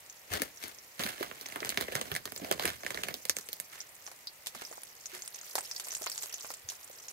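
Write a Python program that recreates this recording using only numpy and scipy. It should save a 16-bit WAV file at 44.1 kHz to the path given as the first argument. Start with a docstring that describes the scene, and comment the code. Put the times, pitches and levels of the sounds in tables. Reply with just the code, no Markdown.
"""In a kitchen, a stiff sugar bag is handled close to a phone, first left, then right, while rolls fry gently.
Noise in many bands makes the bag's creases snap and rustle; dying tones make its panels ring and its body thump.
Oil hisses as coloured noise, crackles in random ticks and spits in clicks; bubbles pop with a brief ring,
more so once sugar lands in the pan. A low kitchen hum, the bass of the same coloured noise, lies under the sizzle."""
import sys
import numpy as np
from scipy import signal
from scipy.fft import rfft, irfft
from scipy.io import wavfile

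SR = 44100
rng = np.random.default_rng(int(sys.argv[2]) if len(sys.argv) > 2 else 0)


def log_audio(samples):
    """Write samples as a 16-bit WAV file to the path given in sys.argv[1]."""
    # one column per channel
    frames = np.atleast_2d(samples).T
    # limit to full scale, then quantise
    limited = np.clip(frames, -1, 1)
    pcm = np.round(limited * 32767).astype(np.int16)
    wavfile.write(sys.argv[1], SR, pcm)


N = 313992
TIME = np.arange(N) / SR
BAG_LAG, PAN_LAG = 20, 8  # samples by which the left port hears later, before the bag's sides are swapped

# creases of the bag snapping; levels before trims and filters:
# start_s, body_db (1.2-4 kHz), crisp_top_db (above 5 kHz)
CREASE_SNAPS = [(0.336, -35, -24), (0.419, -24, -18.5), (0.627, -36.5, -34), (0.638, -33.5, -29.5),
                (0.681, -53, -35), (0.994, -32.5, -27.5), (0.999, -28, -33), (1.009, -45, -53),
                (1.021, -34.5, -48), (1.036, -39, -22), (1.228, -28.5, -30), (1.313, -33.5, -48),
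                (1.411, -36, -32), (1.459, -39, -38), (1.4865, -43, -34), (1.523, -39, -33.5),
                (1.559, -26.5, -30), (1.604, -39, -34), (1.629, -27.5, -57), (1.648, -26, -24.5),
                (1.658, -46, -27), (1.671, -38, -35), (1.692, -32, -23), (1.702, -32.5, -25.5),
                (1.722, -32, -56), (1.744, -39, -33.5), (1.774, -18.5, -23.5), (1.81, -29.5, -21),
                (1.883, -30, -45), (1.921, -30, -36), (1.953, -27.5, -20), (1.962, -26.5, -33),
                (2.013, -24, -26.5), (2.116, -24, -31), (2.141, -51, -34), (2.151, -30.5, -25),
                (2.163, -26.5, -23), (2.255, -28.5, -22), (2.275, -35, -39), (2.321, -32.5, -24),
                (2.362, -33.5, -25), (2.446, -31.5, -37), (2.513, -19.5, -15), (2.524, -28, -20),
                (2.596, -24.5, -24.5), (2.654, -20, -17.5), (2.677, -30.5, -23.5), (2.702, -32, -34),
                (2.834, -36.5, -35), (2.848, -33, -35), (2.864, -28.5, -26.5), (2.905, -28.5, -22),
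                (2.945, -31, -29), (2.974, -29.5, -43), (3.035, -30, -21.5), (3.085, -27, -27),
                (3.141, -37, -21), (3.253, -34, -23.5), (3.296, -27, -9.5), (3.367, -31.5, -20.5),
                (3.386, -36, -27.5), (3.488, -38.5, -25.5), (3.53, -44.5, -21.5), (3.6, -40, -22)]
# squeezes of the bag; levels before the mix: start_s, hold_s, rustle_db, rumble_db
HAND_SQUEEZES = [(0.332, 0.0077, -37.5, -28), (0.632, 0.0066, -47.5, -44), (1.013, 0.062, -41, -36.5),
                 (1.205, 0.026, -47, -36.5), (1.367, 0.24, -56.5, -53), (1.667, 0.013, -52, -58),
                 (1.804, 0.011, -44.5, -34), (1.945, 0.0047, -46, -32), (2.075, 0.02, -50, -36.5),
                 (2.416, 0.1, -52, -34.5), (2.618, 0.081, -45, -41), (2.881, 0.22, -53.5, -38.5),
                 (3.734, 0.01, -50.5, -52.5), (4.564, 0.035, -52, -48.5), (5.116, 0.027, -50.5, -51.5)]


def bag():
    """Patches of film from large (low) to small (high) ring when a crease cracks, each crack in its own colour."""
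    # tone of the bag's film: frequency_hz, gain_db
    film_tone = [(40, 1.5), (100, 3.5), (400, 14), (720, 15), (850, 7), (1500, 10.5), (1770, 13.5),
                 (1900, 10.5), (2110, 13.5), (2400, 8), (3200, 8.5), (4200, 6.5), (5000, 4), (10500, 1),
                 (12500, -2.5), (16000, -1)]
    s, body_db, top_db = np.transpose(CREASE_SNAPS)
    rustle, rumble = (squeeze(db) for db in np.transpose(HAND_SQUEEZES)[2:])
    air = ports(BAG_LAG, alike=0.4)
    creases = grains(rate=500, spread_db=5.5, t60=0.014)
    out = 0
    for hz in np.geomspace(60, 15000, num=17):
        # the level slides from body to crisp top over the octave above 2.3 kHz
        crisp = np.clip(np.log2(hz / 2300), 0, 1)
        scatter_db = 4.5 * rng.standard_normal(len(s))
        crack_db = crisp * top_db + (1 - crisp) * body_db + scatter_db
        snap = fade(s, crack_db, t60=0.0044)
        tail = fade(s, crack_db - 14.5, t60=0.068 + 40 / hz)
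        crack = snap + tail
        own = grains(rate=90, spread_db=6.5, t60=0.079 + 8 / hz)
        if hz < 900:
            shake = undb(-13.0) * crack + rumble * (0.2 * creases + 0.091 * own)
        else:
            shake = undb(-5.5) * crack + rustle * (0.5 * creases + 0.18 * own + 0.18)
        # the instant the crease flips
        tick = fade(s, crack_db - 2.5, t60=0.0005)
        patch = band(air * shake + delay_left(tick, BAG_LAG), hz / 1.19, hz * 1.19)
        # neighbouring patches alternate in sign and so add up evenly
        out = patch - out
    return np.array([colour(x, film_tone) for x in out])


def squeeze(level_db):
    """Gain of the hand's work: each squeeze swells, holds and lets go."""
    grip_db_per_s, relax_db_per_s = 494, 161  # swell of the squeeze, settling of the film
    s, hold = np.transpose(HAND_SQUEEZES)[:2, :, None]
    swell_db = grip_db_per_s * np.maximum(s - TIME, 0)
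    settle_db = relax_db_per_s * np.maximum(TIME - s - hold, 0)
    return undb(level_db[:, None] - (swell_db + settle_db)).sum(axis=0)


def panels():
    """Each crack leaves two flat panels of the bag ringing briefly, a low and a high one, at random pitches."""
    s, body_db = np.transpose(CREASE_SNAPS)[:2]
    low, high = rng.random((len(s), 2)).T
    low_ring = chimes(s, body_db - 8.5, 380 + 350 * low, cycles=23.4)
    high_ring = chimes(s, body_db - 14.0, 1700 + 600 * high, cycles=74)
    return delay_left(low_ring + high_ring, BAG_LAG)


def thumps():
    """Soft knocks: a few cycles at a low pitch with a rough tail, and one longer hollow tone."""
    # dull knocks, mostly of the bag's body; level before trims: start_s, level_db, pitch_hz
    knock_events = [(0.31, -30.5, 87.5), (0.405, -24, 279), (0.995, -24, 230), (1.051, -26, 201),
                    (1.209, -15.5, 400), (1.622, -18.5, 473), (1.779, -22, 670), (1.951, -29.5, 126),
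                    (2.119, -27, 131), (2.418, -23, 236), (2.512, -10.5, 514), (2.647, -16.5, 390),
                    (4.56, -41, 203), (4.712, -26, 580), (4.779, -22, 970), (6.013, -26, 520),
                    (6.642, -45, 87), (6.899, -30, 530)]
    # a short hollow tone; level before the mix: start_s, level_db, pitch_hz
    hollow_tone = [(5.13, -47, 367)]
    s, level_db, pitch_hz = np.transpose(knock_events)
    knock = chimes(s, level_db - 1, pitch_hz, cycles=5.5)
    rough_tail = rings(s, level_db - 14, pitch_hz, spread=1.252, cycles=22.4)
    hoot = chimes(*np.transpose(hollow_tone), cycles=90)
    return delay_left(knock + rough_tail + hoot, BAG_LAG)


def pops():
    """A bursting bubble ticks and rings at its own pitch; the pan wall sends each port a wider, longer echo."""
    # bubbles that burst with a ring; level before trims: start_s, level_db, ring_hz
    bursts = [(0.0982, -32, 6460), (0.5726, -35.5, 5850), (0.7856, -33.5, 5770), (1.4626, -26, 6100),
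              (2.3765, -27, 7300), (3.8033, -24, 5700), (3.8134, -31, 6800), (4.0652, -28.5, 6000),
              (4.2712, -23.5, 4580), (4.6503, -29, 5360), (4.8339, -27, 9950), (5.0574, -24, 6300),
              (5.221, -24, 6740), (5.2774, -24, 8900), (5.3448, -27, 6140), (5.4131, -29.5, 6750),
              (5.5862, -20, 8300), (5.6077, -25, 8400), (5.6521, -30, 5500), (5.7129, -21.5, 5500),
              (5.7633, -26.5, 4930), (5.8845, -25, 8500), (5.9065, -26, 5960), (5.9184, -23, 6360),
              (5.9504, -19.5, 6870), (5.9674, -25, 8660), (6.0407, -24.5, 8000), (6.0611, -24.5, 6820),
              (6.0721, -23, 4590), (6.098, -23.5, 7800), (6.117, -24.5, 5000), (6.1784, -22, 7040),
              (6.2233, -25.5, 7300), (6.3255, -29.5, 5440), (6.3415, -22, 6360), (6.5386, -26, 7900),
              (6.6882, -21, 6140), (7.0833, -26.5, 6170)]
    s, level_db, ring_hz = np.transpose(bursts)
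    ring = chimes(s, level_db - 5.0, ring_hz, cycles=45)
    left_echo, right_echo = (rings(s, level_db - 5.5, ring_hz, spread=1.11, cycles=330) for _ in range(2))
    air = unit(band(ports(PAN_LAG, alike=0.24), 1000, 9300))
    click = air * fade(s, level_db - 10.0, t60=0.009)
    return delay_left(ring, PAN_LAG) + np.array([left_echo, right_echo]) + click


def spits():
    """A spit of oil is a broad click with a short hiss behind it and a duller spatter, all without a pitch."""
    # oil spitting; levels before trims: start_s, click_db, spatter_db (0.4-2.9 kHz)
    oil_spits = [(4.0757, -33, -46.5), (4.1154, -33.5, -51), (4.4612, -26, -62), (4.4699, -21.5, -48),
                 (4.549, -27.5, -44), (4.6199, -31.5, -43), (4.7267, -34.5, -49), (5.1495, -27, -45.5),
                 (5.5544, -14, -32), (5.5809, -24, -36), (5.7985, -21, -48), (5.8702, -30, -46),
                 (5.927, -28, -51), (6.066, -39, -37), (6.2327, -21.5, -42.5), (6.4464, -39, -45.5),
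                 (6.5035, -27, -43), (6.7, -23.5, -55), (6.7192, -34, -50)]
    s, click_db, spatter_db = np.transpose(oil_spits)
    air = ports(PAN_LAG, alike=0.14)
    click_air = unit(band(air, 1700, 10400))
    spatter_air = unit(band(band(air, 400, 2900), 300, 4000))
    click = fade(s, click_db - 2.5, t60=0.0017) + fade(s, click_db - 14.0, t60=0.089)
    spatter = fade(s, spatter_db + 3.5, t60=0.032) + fade(s, spatter_db - 4.0, t60=0.12)
    return click_air * click + spatter_air * spatter


def crackle():
    """Many small bubbles tick at random in bands from low to high, strongest near 6.5 kHz."""
    # how busily the oil crackles, a gain joined by straight lines: time_s, gain_db
    busy_curve = [(0, -60.5), (3.5, -55.5), (4.5, -62.5), (4.7, -53), (5, -57.5), (5.5, -49), (6.3, -45.5),
                  (6.52, -50), (6.62, -59.5), (6.7, -52.5), (7.12, -53.5)]
    busy = undb(np.interp(TIME, *np.transpose(busy_curve)))
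    air = ports(PAN_LAG, alike=0.1)
    shared = grains(rate=80, spread_db=4, t60=0.008)
    out = 0
    for hz in np.geomspace(400, 14500, num=14):
        ticks = 0.4 * shared + grains(rate=150, spread_db=4.5, t60=0.03)
        weight = 0.6 + 1.1 * np.exp(-(np.log(hz / 6500) / 0.35) ** 2)
        # neighbouring bands alternate in sign and so add up evenly
        out = weight * band(air * ticks, hz / 1.15, hz * 1.15) - out
    return busy * out


def hiss():
    """Fine sizzle over the kitchen's hum, both coloured noise; only the bass is alike left and right."""
    # tone of sizzle and hum: frequency_hz, gain_db (relative)
    fry_tone = [(25, -6), (102, 4.5), (242, -0.5), (301, 1.5), (575, 6.5), (1610, 1), (1940, 7),
                (3430, -1.5), (12200, -4), (16000, -3.5)]
    mid, side = (colour(rng.standard_normal(N), fry_tone) for _ in range(2))
    side = band(side, 730, 28000)
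    both = mid + side * np.array([[1], [-1]])
    return unit(both) * undb(-56)


def undb(db):
    """Decibels to linear gain."""
    return 10 ** (np.asarray(db) / 20)


def unit(x):
    """Scale to an rms of 1."""
    return x / np.sqrt(np.mean(x ** 2))


def band(x, lo_hz, hi_hz):
    """Band-pass, with the upper edge held below 0.45 of the sample rate."""
    sos = signal.butter(2, [lo_hz, min(hi_hz, .45 * SR)], "bandpass", fs=SR, output="sos")
    return signal.sosfilt(sos, x)


def colour(x, table):
    """Causal filter with the gain of a (Hz, dB) table, from the cepstrum."""
    size = 4096
    hz, db = np.transpose(table)
    bins_hz = np.arange(size // 2 + 1) * SR / size
    gain = undb(np.interp(np.log(bins_hz + 1), np.log(hz), db))
    cepstrum = irfft(np.log(gain))
    # folding the cepstrum forward gives minimum phase
    cepstrum[1:size // 2] *= 2
    cepstrum[size // 2 + 1:] = 0
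    response = irfft(np.exp(rfft(cepstrum)))
    return signal.fftconvolve(x, response)[:N]


def fade(s, db, t60):
    """Envelope that jumps at each time and dies away by 60 dB in t60 seconds."""
    kicks = np.zeros(N)
    np.add.at(kicks, np.clip((np.asarray(s) * SR).astype(int), 0, N - 1), undb(db))
    return signal.lfilter([1], [1, -np.exp(-np.log(1000) / (t60 * SR))], kicks)


def grains(rate, spread_db, t60):
    """Envelope of random ticks, a rate of them per second, many small and few large; rms 1."""
    chance = rng.random((6000, 2))[:int(rate * N / SR)]
    start_s = chance[:, 0] * N / SR
    size_db = np.minimum(-spread_db * np.log(1 - chance[:, 1]), 3 * spread_db)
    return unit(fade(start_s, size_db, t60))


def chimes(s, peak_db, pitch_hz, cycles):
    """Dying tones, each at its own pitch, that swell within a cycle and last a number of cycles."""
    out = np.zeros(N + SR)
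    for at, db, hz in zip(s, peak_db, pitch_hz):
        turns = np.arange(int(cycles / hz * SR)) * hz / SR
        shape = np.minimum(turns, 1) * np.exp(-np.log(1000) * turns / cycles)
        out[int(at * SR):][:len(turns)] += undb(db) * shape * np.sin(2 * np.pi * turns)
    return out[:N]


def rings(s, peak_db, pitch_hz, spread, cycles):
    """Short noise puffs through a narrow band, each at its own pitch, fading over a number of cycles."""
    t = np.arange(SR // 5) / SR
    out = np.zeros(N + len(t))
    puffs = rng.standard_normal((len(s), len(t)))
    for at, db, hz, puff in zip(s, peak_db, pitch_hz, puffs):
        dying = puff * np.exp(-np.log(1000) * t * hz / cycles)
        ring = band(dying, hz / spread, hz * spread)
        out[int(at * SR):][:len(t)] += undb(db) * ring / np.abs(ring).max()
    return out[:N]


def delay_left(x, lag):
    """One sound at two ports, reaching the left one a few samples later."""
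    return np.array([np.roll(x, lag), x])


def ports(lag, alike):
    """Noise at two ports: a shared part that reaches the left one later, and a part of its own for each."""
    shared, own = rng.standard_normal(N), rng.standard_normal((2, N))
    return np.sqrt(alike) * delay_left(shared, lag) + np.sqrt(1 - alike) * own


def place(pan_db):
    """Gains of the left and right channel, pan_db apart; negative leans right."""
    return undb([[pan_db / 2], [-pan_db / 2]])


def scene():
    """The bag in the hand, on the left and then on the right, over the frying pan and the kitchen."""
    cross_s = 0.9  # the bag is on the right from here on
    hand = (bag() + panels() + thumps()) * place(pan_db=-3.0)
    hand = np.where(TIME < cross_s, hand[::-1], hand)
    pan = (pops() + spits() + crackle()) * place(pan_db=-2.0)
    return hand + pan + hiss()


def record(dry):
    """The microphone ports lift the air near 13 kHz, the right one more; the phone cuts the top."""
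    top_hz = 15750
    lifted = dry + undb([[-12], [-3.5]]) * band(dry, 11300, 15200)
    return signal.sosfilt(signal.ellip(12, .2, 70, top_hz, fs=SR, output="sos"), lifted)


dry = scene()
out = record(dry)
log_audio(out)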